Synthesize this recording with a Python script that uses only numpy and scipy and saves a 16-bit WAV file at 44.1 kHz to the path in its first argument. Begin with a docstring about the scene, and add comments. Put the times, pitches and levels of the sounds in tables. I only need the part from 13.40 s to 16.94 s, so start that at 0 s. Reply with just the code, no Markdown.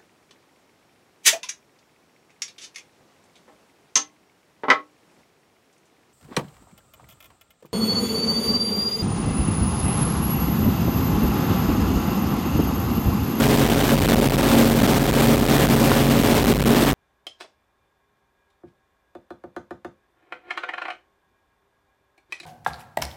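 """Biplane close alongside

An aerobatic biplane flies beside the small plane that carries the microphone. Both engines drone
under the rush of the slipstream; one short rap sounds nearby. Gusts of low buffeting push the
microphone to its limit, which chops drone and hiss into a sputter. A low cut thins the rumble."""
import sys
import numpy as np
from scipy import signal
from scipy.fft import rfft, irfft
from scipy.io import wavfile
from scipy.ndimage import uniform_filter1d

SR = 44100
rng = np.random.default_rng(int(sys.argv[2]) if len(sys.argv) > 2 else 0)


def dump(signal):
    """Clip the signal to [-1, 1] and save it as 16-bit WAV at the path in sys.argv[1]."""
    limited = np.clip(np.atleast_2d(signal).T, -1, 1)
    pcm = np.round(limited * 32767).astype(np.int16)
    wavfile.write(sys.argv[1], SR, pcm)


N = 156114


def undb(db):
    """Decibels to gain."""
    return 10 ** (np.asarray(db) / 20)


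def curve(rows):
    """Linear interpolation through (seconds, value) rows."""
    return np.interp(np.arange(N) / SR, *np.array(rows).T)


def walk(rate_hz):
    """Random steps at rate_hz, smoothed twice; standard deviation 1."""
    hold = int(SR / rate_hz)
    steps = rng.standard_normal(N)[np.arange(N) // hold]
    smooth = uniform_filter1d(uniform_filter1d(steps, hold), hold)
    return smooth / smooth.std()


def noise(spectrum):
    """Noise of rms 1, shaped by (Hz, dB) rows."""
    hz, db = np.array(spectrum).T
    bin_hz = np.maximum(np.fft.rfftfreq(N, 1 / SR), 1)
    shape = undb(np.interp(np.log(bin_hz), np.log(hz), db))
    shaped = irfft(rfft(rng.standard_normal(N)) * shape, N)
    return shaped / shaped.std()


def tone(hz):
    """Sine of rms 1 along a pitch curve."""
    return np.sqrt(2) * np.sin(2 * np.pi * (np.cumsum(hz) / SR + rng.random()))


def harmonics(base_hz, lines, waver_db=1.55):
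    """Harmonics of a turning rate, each wavering in the moving air."""
    return sum(undb(db + waver_db * walk(rate_hz=9)) * tone(k * base_hz) for k, db in lines)


def gust_gain():
    """Strength of the buffeting: 1 between gusts, each gust a bell curve of added power."""
    # Each row: centre in seconds, half length in seconds, strength in dB re steady buffeting.
    gusts = [(.30, 0.046, 2.5), (0.494, 0.012, 4), (0.606, 0.03, 7.5), (0.675, 0.0076, 14),
             (0.764, 0.052, 4.5), (0.889, 0.032, 7), (0.961, 0.011, 8.5), (1.28, .035, 2),
             (1.423, 0.012, 5.5), (1.58, .03, -1), (1.663, 0.0081, 8), (1.719, 0.0093, 12),
             (1.99, 0.018, 4), (2.064, 0.032, 5.5), (2.194, 0.009, 8.5), (2.282, 0.0098, 11.5),
             (2.361, .02, 1.5), (2.524, .005, 7.5), (2.657, .02, -9), (2.822, 0.015, 9), (3.051, 0.017, 8),
             (3.146, 0.013, 7.5), (3.181, 0.012, 9.5), (3.211, 0.0051, 14.5), (3.243, 0.0073, 13),
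             (3.544, 0.013, 14.5)]
    t = np.arange(N) / SR
    power = sum(undb(db) ** 2 * np.exp(-((t - at_s) / half_s) ** 2) for at_s, half_s, db in gusts)
    return np.sqrt(1 + power)


def slipstream(gust):
    """Broad rush of air: follows the airspeed, flutters, rises a little in gusts."""
    # Each row: time in seconds, level due to airspeed in dB.
    airflow = [(0, 0), (.17, -0.4), (.27, 0), (.47, 0.6), (.53, -1.5), (.6, -2.5), (.65, 2.6), (.88, -0.2),
               (1.04, 0), (1.14, 4), (1.3, 0.2), (1.68, 0.5), (1.84, -0.5), (2.03, 0), (2.17, 4),
               (2.38, -1.5), (2.5, 1), (2.63, -1), (2.91, 2.3), (3.15, -2), (3.3, 1.5), (3.54, -1)]
    # Each row: frequency in Hz, relative spectral density in dB.
    rush_spectrum = [(60, -7.5), (150, 0.5), (300, 1), (500, -6.5), (700, -6), (1000, -11), (2000, -16),
                     (3300, -17.5), (5000, -23), (6500, -25.5), (8300, -25.5), (10500, -29), (13500, -24),
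                     (16000, -31)]
    base_db, flutter_db, gust_share = -18, 1.27, 0.088
    level_db = base_db + curve(airflow) + flutter_db * walk(rate_hz=38)
    return gust ** gust_share * undb(level_db) * noise(rush_spectrum)


def buffeting(gust):
    """Low eddies plus air pulsing in the open cabin, even in strength but for the gusts."""
    # Each row: frequency in Hz, relative spectral density in dB.
    eddy_spectrum = [(8, -2.5), (22, 1.5), (33, 3), (48, 1), (70, -3), (105, -7), (160, -22), (400, -53.5)]
    throb_hz, throb_wander, throb_re_eddies_db = 48.51, 0.06055, 1.5
    steady_db, rms_window_s = -11.5, 0.0715
    throb = tone(throb_hz * (1 + throb_wander * walk(rate_hz=20)))
    rumble = noise(eddy_spectrum) + undb(throb_re_eddies_db) * throb
    rms = np.sqrt(uniform_filter1d(rumble ** 2, int(rms_window_s * SR)))
    return undb(steady_db) * gust * rumble / rms


def knock(start_s):
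    """One dull rap near the microphone: three fast-decaying modes."""
    # Each row: frequency in Hz, level in dB, 60 dB decay time in seconds.
    modes = [(620, -12, .016), (1080, -6, .02), (1430, -7, .02)]
    t = np.maximum(np.arange(N) / SR - start_s, 0)
    return sum(undb(db) * np.exp(-np.log(1000) * t / t60_s) * np.sin(2 * np.pi * hz * t)
               for hz, db, t60_s in modes)


def drone_swell_db():
    """Swell and fade of the engine drone."""
    # Each row: time in seconds, level in dB.
    swell = [(0, 2), (.2, 0), (.33, -1), (.47, -6), (.53, 6.5), (.6, -3), (.68, 2), (.83, 4), (1.02, -4.5),
             (1.19, 9.5), (1.32, 4), (1.45, 1.5), (1.63, -6.5), (1.87, 7), (2.0, 2), (2.17, -4.5),
             (2.32, 2), (2.45, 6), (2.52, 0), (2.65, -4), (2.75, 0), (2.83, -3), (2.92, 3), (3.02, -1),
             (3.1, 7.5), (3.19, -20), (3.28, 8), (3.38, -2.5), (3.54, -5)]
    return curve(swell)


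def carrying_plane(swell_db):
    """Engine of the plane with the microphone: shaft harmonics and rough exhaust roar."""
    # Each row: multiple of the shaft rate, level in dB.
    shaft_lines = [(3, -30.5), (6, -22), (12, -41), (14, -35)]
    # Each row: frequency in Hz, relative spectral density in dB.
    exhaust_spectrum = [(130, -11), (240, 1), (310, -2.5), (450, -10), (700, -17), (1500, -32.5)]
    shaft_hz, exhaust_db = 38.48, -26.5
    drone = harmonics(np.full(N, shaft_hz), shaft_lines)
    roar = undb(exhaust_db) * noise(exhaust_spectrum)
    return undb(swell_db) * (drone + roar)


def biplane(swell_db, swell_share=0.17):
    """Propeller drone: harmonics of a drifting blade rate, with a small share of the swell."""
    # Each row: time in seconds, blade rate in Hz.
    blade_rate = [(0, 140), (.4, 139.3), (.9, 138.3), (1.3, 137.8), (1.75, 140.8), (2.05, 139.6),
                  (2.35, 138), (2.8, 139.5), (3.2, 140.1), (3.54, 139.3)]
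    # Each row: multiple of the blade rate, level in dB.
    blade_lines = [(1, -21.5), (2, -24.5), (3, -28.5), (4, -34), (5, -38.5), (6, -77)]
    return undb(swell_share * swell_db) * harmonics(curve(blade_rate), blade_lines)


def scene():
    """Air pressure at the microphone, mono: two engines, wind, one rap."""
    swell_db, gust = drone_swell_db(), gust_gain()
    engines = biplane(swell_db) + carrying_plane(swell_db)
    return (engines + buffeting(gust) + slipstream(gust) + knock(start_s=2.5165))[None]


def record(dry):
    """Microphone: saturates, nearly deaf while pinned, sags under long overload; low and top cut."""
    limit_db, knee_hardness, leak_db = -8, 5.3, -39.5
    sag_db, sag_window_s, gain_db = -4, 0.039, 1
    low_cut_hz, low_cut_q, top_cut_hz = 131.4, 0.73, 15950
    drive = np.abs(dry / undb(limit_db))
    saturated = dry / (1 + drive ** knee_hardness) ** (1 / knee_hardness) + undb(leak_db) * dry
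    overload = uniform_filter1d(np.clip(drive - 1, 0, 1), int(sag_window_s * SR))
    omega = 2 * np.pi * low_cut_hz
    low_cut = signal.bilinear([1, 0, 0], [1, omega / low_cut_q, omega ** 2], SR)
    thinned = signal.lfilter(*low_cut, saturated)
    top_cut = signal.ellip(12, .1, 90, top_cut_hz, fs=SR, output="sos")
    return signal.sosfilt(top_cut, undb(gain_db + sag_db * overload) * thinned)


dry = scene()
out = record(dry)
dump(out)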